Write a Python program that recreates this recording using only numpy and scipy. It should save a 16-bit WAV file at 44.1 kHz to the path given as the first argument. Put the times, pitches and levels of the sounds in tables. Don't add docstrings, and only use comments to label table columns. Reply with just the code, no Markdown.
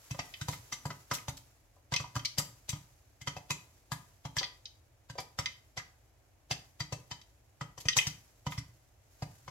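import sys
import numpy as np
from scipy import signal
from scipy.fft import rfft, irfft
from scipy.io import wavfile

SR = 44100
rng = np.random.default_rng(int(sys.argv[2]) if len(sys.argv) > 2 else 0)


def transcribe(signal):
    frames = np.atleast_2d(signal).T
    limited = np.clip(frames, -1, 1)
    pcm = np.round(limited * 32767).astype(np.int16)
    wavfile.write(sys.argv[1], SR, pcm)


N = 418950
RING_S = np.arange(int(0.3 * SR)) / SR
MODE_T60_S = 0.058

# (time [s], crack level [dB], hardest rung mode [Hz], next hardest [Hz],
# knock level [dB], knock mode [Hz], steam fizz level [dB], thump level [dB])
POPS = [(0.109, -45.5, 2610, 6030, -52, 1000, -56, -36), (0.191, -39, 2012, 5630, -37, 736, -66, -45.5),
        (0.413, -43, 1567, 3900, -51.5, 1290, -54, -38), (0.484, -42.5, 3870, 6040, -37.5, 995, -47, -34),
        (0.724, -38, 5880, 2007, -43, 1184, -50.5, -56), (0.854, -48.5, 4640, 1610, -37.5, 958, -52.5, -36),
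        (0.904, -46.5, 2025, 1490, -41, 1255, -69, -46), (1.113, -38, 5870, 1544, -30.5, 1286, -50, -39),
        (1.282, -43.5, 3790, 5860, -40, 930, -50, -37), (1.921, -41, 1530, 4700, -37.5, 997, -55, -36),
        (2, -48.5, 5960, 2060, -40.5, 1200, -57.5, -38.5), (2.154, -45, 1615, 4715, -46, 900, -52.5, -39.5),
        (2.163, -44, 5932, 3064, -34, 1184, -56, -34), (2.382, -31, 4980, 7510, -43, 524, -37, -35),
        (2.691, -38, 6050, 3860, -57.5, 960, -42, -45.5), (2.729, -49, 2200, 3190, -49, 953, -86, -35.5),
        (3.214, -51.5, 2040, 5900, -68, 850, -63, -50.5), (3.273, -37, 3140, 2046, -37, 1237, -57, -40),
        (3.366, -50.5, 2590, 4880, -41.5, 745, -65, -46.5),
        (3.505, -34.5, 2535, 3940, -39, 960, -43.5, -39), (3.918, -41.5, 1660, 4720, -37, 1004, -47, -37.5),
        (4.251, -49, 3174, 5900, -42, 854, -63.5, -40.5),
        (4.367, -36.5, 1756, 2030, -41, 978, -49.5, -40.5),
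        (5.098, -50.5, 1570, 4700, -51, 960, -63.5, -45), (5.184, -42, 4770, 2310, -38, 741, -67, -50),
        (5.388, -36.5, 2020, 5400, -35.5, 1195, -52.5, -37),
        (5.774, -39.5, 2035, 5900, -44.5, 755, -62, -47), (6.51, -33, 4900, 2640, -37, 751, -52, -37.5),
        (6.804, -37.5, 4760, 1970, -43.5, 1230, -63, -37.5),
        (6.924, -43, 6020, 2605, -40, 598, -54.5, -36.5), (7.113, -42, 3100, 4830, -46.5, 962, -70, -46),
        (7.611, -47, 1960, 3190, -38, 1277, -66, -39.5), (7.778, -51.5, 5930, 3000, -48, 960, -60, -52.5),
        (7.854, -48.5, 2460, 6147, -46.5, 570, -61, -37.5), (7.967, -29, 6200, 3900, -34, 1010, -36, -38.5),
        (8.068, -35.5, 5930, 4900, -48.5, 985, -50, -37), (8.466, -43.5, 3040, 2040, -35.5, 950, -64, -34),
        (8.578, -44, 2056, 5380, -52, 1160, -61, -35), (9.222, -48.5, 4800, 1580, -39.5, 730, -63, -35.5),
        (9.479, -53.5, 2130, 1540, -43, 985, -74, -51)]
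# (frequency [Hz], relative density [dB per Hz])
CLATTER = [(40, -32), (200, 1.5), (400, -1.5), (750, 1.5), (1400, -6), (3500, -0.5), (6000, -2.5),
           (7600, -4.5), (8900, -17.5), (11000, -10.5), (13000, -16), (15800, -26.5)]


def amp(db):
    return 10 ** (np.asarray(db) / 20)


def read(points, hz):
    f, value = np.transpose(points)
    return np.interp(np.log(hz + 1), np.log(f + 1), value)


def evened(x, seconds=None):
    head = x if seconds is None else x[..., :int(seconds * SR)]
    return x / np.sqrt(np.mean(head ** 2) + 1e-20)


def band(x, hz, kind, order=4):
    return signal.sosfilt(signal.butter(order, hz, kind, fs=SR, output="sos"), x)


def add(mix, s, sound, left_db=0):
    sides = np.sqrt(2 / (1 + amp(2 * np.array([[-left_db], [left_db]]))))
    part = mix[:, max(round(s * SR), 0):][:, :sound.shape[-1]]
    part += (sides * sound)[:, :part.shape[1]]


def noise(size, colour, likeness=0.33, lead_s=6e-5):
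    hz = np.fft.rfftfreq(size, 1 / SR)
    left, other = rfft(rng.standard_normal((2, size)))
    coherence = 1 - (1 - likeness) * (hz ** 2 + 130 ** 2) / (hz ** 2 + 450 ** 2)
    right = coherence * left + np.sqrt(1 - coherence ** 2) * other
    right = right * np.exp(-2j * np.pi * hz * lead_s)
    return evened(irfft(np.array([left, right]) * colour(hz), size))


def clatter_gain(hz):
    return amp(read(CLATTER, hz))


def spot_colour(hz, ripple_db=5.0, ripple_hz=230):
    steps = np.clip(rng.standard_normal(int(SR / 2 / ripple_hz) + 2), -2, 1)
    ripple = np.interp(hz / ripple_hz, np.arange(len(steps)), steps)
    return amp(read(CLATTER, hz) + ripple_db * ripple)


def splinters(spread_db=3.0, step=50):
    values = np.clip(rng.standard_normal(len(RING_S) // step + 2), -2, 2)
    return amp(spread_db * np.interp(np.arange(len(RING_S)) / step, np.arange(len(values)), values))


def favour(hz, centre_hz, octaves, skirt_db):
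    return np.exp(-(np.log2((hz + 1) / centre_hz) / (2 * octaves)) ** 2) + amp(skirt_db)


def ring(hz, db, t60_s, linger_db=-22, linger_t60_s=0.21, step=80):
    hz, db, t = np.reshape(hz, (-1, 1)), np.reshape(db, (-1, 1)), RING_S[:step * step]
    turn, apart = rng.standard_normal((2, len(hz), 1))
    blur_hz = 40 * np.sqrt(hz / 1000)
    pitch_hz = hz + blur_hz * rng.standard_normal((len(hz), step))
    phase = np.float32(2 * np.pi * (np.cumsum(np.repeat(pitch_hz / SR, step, 1), 1) + turn))
    shift = np.float32(hz / 2200 * (1.22 * apart - 1))
    lid = sum(favour(hz, lid_hz, 0.19, -22) for lid_hz in (970, 2626))
    linger = amp(linger_db - 60 * t / linger_t60_s) * lid
    sudden = amp(-60 * t / t60_s * (hz / 2000) ** 0.22)
    decay = (sudden + linger) * (1 - np.exp(-t / 0.0013))
    pair = np.array([(amp(db) * decay * np.sin(phase + p)).sum(0) for p in (0, shift)])
    return np.pad(pair, [(0, 0), (0, len(RING_S) - len(t))])


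def one_mode(hz):
    return evened(ring(hz, 0, MODE_T60_S), 0.009)


def pan_ring(weight, t60_s=MODE_T60_S, spot_db=1.0, detune=0.0055):
    # (frequency [Hz], relative level [dB])
    modes = [(560, 1.5), (750, -3), (980, 2.5), (1228, 1.5), (1550, -8.5), (1880, -4.5), (2050, 2.5),
             (2510, -3.5), (2890, -10.5), (3110, 2.5), (3450, -1.5), (3830, -3.5), (4765, 7.5), (5383, 3.5),
             (5920, 6), (6092, 5.5)]
    hz, db = np.transpose(modes)
    spot, drift = rng.standard_normal((2, len(modes)))
    level_db = db + spot_db * spot + 20 * np.log10(weight(hz))
    return evened(ring(hz * (1 + detune * drift), level_db, t60_s), 0.058)


def rumble():
    # (frequency [Hz], relative density [dB per Hz])
    rumble_spectrum = [(22, -25.5), (45, 4), (118, 2.5), (170, -20.5), (300, -10.5), (430, -16.5),
                       (650, -11.5), (1200, -23), (2200, -23), (16000, -57)]
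    return amp(-65.5) * noise(N, lambda hz: amp(read(rumble_spectrum, hz)), likeness=0.093)


def kitchen(x, onset_s=0.00077):
    # (frequency [Hz], t60 [s])
    room_t60 = [(100, 0.37), (300, 0.4), (1500, 0.34), (6000, 0.29), (14000, 0.35)]
    hz, t, z = signal.stft(noise(SR, np.ones_like, likeness=0.06), SR, nperseg=256)
    shared = np.exp(-(hz / 600) ** 2)[:, None]
    z[1] = shared * z[0] + np.sqrt(1 - shared ** 2) * z[1]
    decay = amp(-60 * t / read(room_t60, hz)[:, None]) * (1 - np.exp(-(t / onset_s) ** 2))
    tail = signal.istft(z * decay, SR, nperseg=256)[1]
    return signal.fftconvolve(x, tail / np.linalg.norm(tail[0]), axes=1)[:, :N]


def sizzle_level():
    # (time of height [s], level [dB], half length to 1/e [s])
    leaks = [(0.296, -59, 0.83), (9.35, -66, 0.3)]
    oil_db = -75
    flare_base_db, usual_fizz_db = -63.5, -50
    flare_db_per_fizz_db = 0.36
    rise_s, fade_db_per_s = 0.03, 37
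    t = np.arange(N) / SR
    coarse_s = t[::100]
    power = np.full(len(coarse_s), amp(oil_db) ** 2)
    for s, *_, fizz_db, _ in POPS:
        age_s = np.maximum(coarse_s - s, 0)
        flare_db = flare_base_db + flare_db_per_fizz_db * (fizz_db - usual_fizz_db)
        flare_db = flare_db - fade_db_per_s * age_s
        power += (amp(flare_db) * (1 - np.exp(-age_s / rise_s))) ** 2
    for s, db, half_s in leaks:
        power += (amp(db) * np.exp(-((coarse_s - s) / half_s) ** 2)) ** 2
    return np.interp(t, coarse_s, np.sqrt(power))


def sizzle(bubbles_per_s=260, bubble_db=-8, bubble_fade_s=0.0071):
    # (frequency [Hz], relative density [dB per Hz])
    oil_spectrum = [(300, -4.5), (1500, -4.5), (3500, -8), (6800, -2.5), (8000, -6), (9200, -12.5),
                    (11000, -5), (15800, -14)]
    sizes = amp(2.0 * np.minimum(rng.exponential(1, N), 4))
    starts = sizes * (rng.random(N) < bubbles_per_s / SR)
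    bubbles = evened(signal.lfilter([1], [1, -np.exp(-1 / (bubble_fade_s * SR))], starts))
    hiss = noise(N, lambda hz: amp(read(oil_spectrum, hz)), likeness=0.085)
    return sizzle_level() * evened(hiss * (1 + amp(bubble_db) * bubbles))


def jets(bright=0.82):
    # (time [s], level at the height [dB], length, twice the swell time [s])
    steam_jets = [(0.495, -47, 0.059), (1.131, -36, 0.028), (1.367, -47, 0.015), (5.197, -46.5, 0.019),
                  (7.8, -44, 0.017), (8.5, -50, 0.044)]
    out = np.zeros((2, N))
    for s, db, length_s in steam_jets:
        u = RING_S / (length_s / 2)
        swell = (u * np.exp(1 - u)) ** 2
        hiss = noise(len(RING_S), lambda hz: clatter_gain(hz) * hz ** bright, likeness=0.27)
        add(out, s, amp(db) * hiss * splinters() * swell)
    return out


def bounces(contact_s=0.0029, rebound_db=-13, within_s=0.07, count=6):
    ticks = np.exp(-RING_S / contact_s)
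    for s in within_s * (np.arange(count) + rng.random(count)) / count:
        fade = np.exp(-abs(RING_S - s) / contact_s - 2 * s / within_s)
        ticks = ticks + amp(rebound_db) * (RING_S > s) * fade
    return ticks


def strikes(ring_db=-8, main_db=-6, t60_s=0.044, skirt_db=-25, low_cut=2.4, shade_hz=3400):
    # (time [s], level [dB], centre [Hz], spread [octaves],
    # hardest rung mode [Hz])
    hits = [(0.145, -49.5, 690, 1, 530), (0.339, -45.5, 2800, 0.34, 2970), (0.53, -47, 1710, 0.75, 1270),
            (1.149, -49, 6480, 0.98, 5830), (1.183, -52, 2160, 0.22, 2200), (1.765, -68, 590, 0.49, 545),
            (1.938, -31.5, 3840, 1.2, 2130), (1.962, -30.5, 4160, 0.66, 2564), (2.041, -47, 970, 0.3, 930),
            (2.193, -48, 2580, 0.66, 3160), (2.249, -36.5, 4500, 0.55, 2244), (2.255, -33, 4930, 0.6, 4200),
            (2.397, -42.5, 910, 0.69, 1277), (2.759, -57.5, 1140, 0.6, 1240),
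            (4.384, -31.5, 4370, 0.36, 4742), (4.392, -35.5, 4140, 0.59, 4370), (4.41, -44, 756, 0.54, 750),
            (4.43, -37.5, 2340, 0.57, 1957), (4.441, -38.5, 3940, 0.2, 3420),
            (4.655, -45, 4220, 0.39, 3849), (5.154, -51.5, 553, 0.32, 570),
            (5.458, -33.5, 3100, 0.58, 2073), (5.798, -47.5, 1620, 0.33, 1586),
            (7.214, -58.5, 3920, 0.77, 3940), (7.885, -25, 3640, 0.63, 1902),
            (7.931, -39, 3350, 0.18, 3073), (7.975, -28.5, 6600, 0.24, 6070),
            (7.987, -24.5, 2560, 0.21, 2456), (8.014, -44, 2880, 0.25, 2870), (8.521, -44, 1650, 0.51, 970)]
    out = np.zeros((2, N))
    for s, db, centre_hz, octaves, mode_hz in hits:
        def contact(hz):
            return favour(hz, centre_hz, octaves, skirt_db)
        clatter = noise(len(RING_S), lambda hz: contact(hz) * spot_colour(hz),
                        likeness=0.28, lead_s=rng.uniform(0, 0.00028))
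        tick = 2.2 * bounces()
        clatter = clatter * splinters() * (tick + amp(-60 * RING_S / t60_s))
        clack = evened(clatter, 0.0041) + amp(ring_db) * pan_ring(contact)
        clack = band(clack, centre_hz / 2 ** (low_cut * octaves), "high")
        clack = clack + amp(main_db) * one_mode(mode_hz)
        add(out, s, amp(db) * evened(clack, 0.022), (centre_hz / shade_hz) ** 3)
    return out


def thump(hz=126, swell_s=0.0026, loose=0.07):
    # (frequency [Hz], relative level [dB], t60 [s])
    low_modes = [(115.4, -16.5, 0.37), (286.8, -25, 0.27)]
    peak_s = 3 * swell_s
    u = RING_S / peak_s
    heave_hz = hz * rng.normal(1, loose)
    heave = (u * np.exp(1 - u)) ** 3 * np.cos(2 * np.pi * heave_hz * (RING_S - peak_s))
    boom = np.zeros(len(RING_S))
    for f, db, t60_s in low_modes:
        cycles = f * rng.normal(1, loose / 2) * RING_S + rng.random()
        boom += amp(db - 60 * RING_S / t60_s) * np.cos(2 * np.pi * cycles)
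    return evened(heave + boom * (1 - np.exp(-u ** 2)), 0.022)


def hull_split(swell_s=0.0044):
    split = noise(len(RING_S), clatter_gain) * splinters() * np.exp(-RING_S / swell_s)
    return split[:, :round(10 * swell_s * SR)][:, ::-1]


def hull_tear():
    # (time after the burst [s], relative level [dB])
    burst_fade = [(0, -3), (.007, -3), (.015, -6.5), (.03, -21), (.08, -53.5), (.3, -130)]
    tear = amp(np.interp(RING_S, *np.transpose(burst_fade))) * splinters()
    return tear * noise(len(RING_S), spot_colour, likeness=0.41, lead_s=rng.uniform(0, 0.00023))


def pan_knock(burst, knock_hz, knock_db=-2.5, low_mode_db=4, hollow_db=-6):
    knock = amp(knock_db) * pan_ring(lambda hz: favour(hz, knock_hz, 0.54, -np.inf), t60_s=0.036)
    knock = knock + amp(low_mode_db) * one_mode(knock_hz)
    hollow = evened(ring(knock_hz, 0, 0.0059, linger_db=-np.inf), 0.22)
    lows = evened(band(burst, 1500, "low"), 0.025)
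    return evened(lows + knock + amp(hollow_db) * hollow, 0.0068)


def sharp_crack(burst, mode_hz, second_hz, main_db=-2, second_db=-5):
    mids = evened(band(burst, (1500, 8000), "band"), 0.016)
    modes_rung = amp(main_db) * one_mode(mode_hz) + amp(second_db) * one_mode(second_hz)
    return evened(mids + modes_rung, 0.025)


def pops(ring_db=-2, split_db=-5):
    cracks, thumps = np.zeros((2, 2, N))
    for s, crack_db, mode_hz, second_hz, knock_db, knock_hz, fizz_db, thump_db in POPS:
        clatter = hull_tear()
        rung = pan_ring(lambda hz: favour(hz, mode_hz, 1.0, 0))
        burst = evened(clatter, 0.039) + amp(ring_db) * rung
        body = pan_knock(burst, knock_hz)
        crack = sharp_crack(burst, mode_hz, second_hz)
        fizz = evened(band(clatter, 7090, "high", order=6), 0.034)
        split = hull_split()
        side_db = rng.normal(1.2, 1)
        add(cracks, s - split.shape[1] / SR, amp(crack_db + split_db) * split, side_db)
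        add(cracks, s, amp(knock_db) * body, side_db / 2)
        add(cracks, s, amp(crack_db) * crack, side_db)
        add(cracks, s, amp(fizz_db) * fizz, side_db + 4.5)
        add(thumps, s, amp(thump_db) * thump())
    return cracks, thumps


def scene():
    cracks, thumps = pops()
    bright = cracks + strikes() + jets()
    reflections = kitchen(amp(-7.0) * bright + amp(-8.5) * thumps)
    return rumble() + reflections + sizzle() + bright + thumps


def record(dry):
    cut = band(dry, 23, "high", order=2)
    lowpass = signal.firwin(511, 15950, window=("kaiser", 9), fs=SR)
    return signal.oaconvolve(cut, lowpass[None], "same")


dry = scene()
out = record(dry)
transcribe(out)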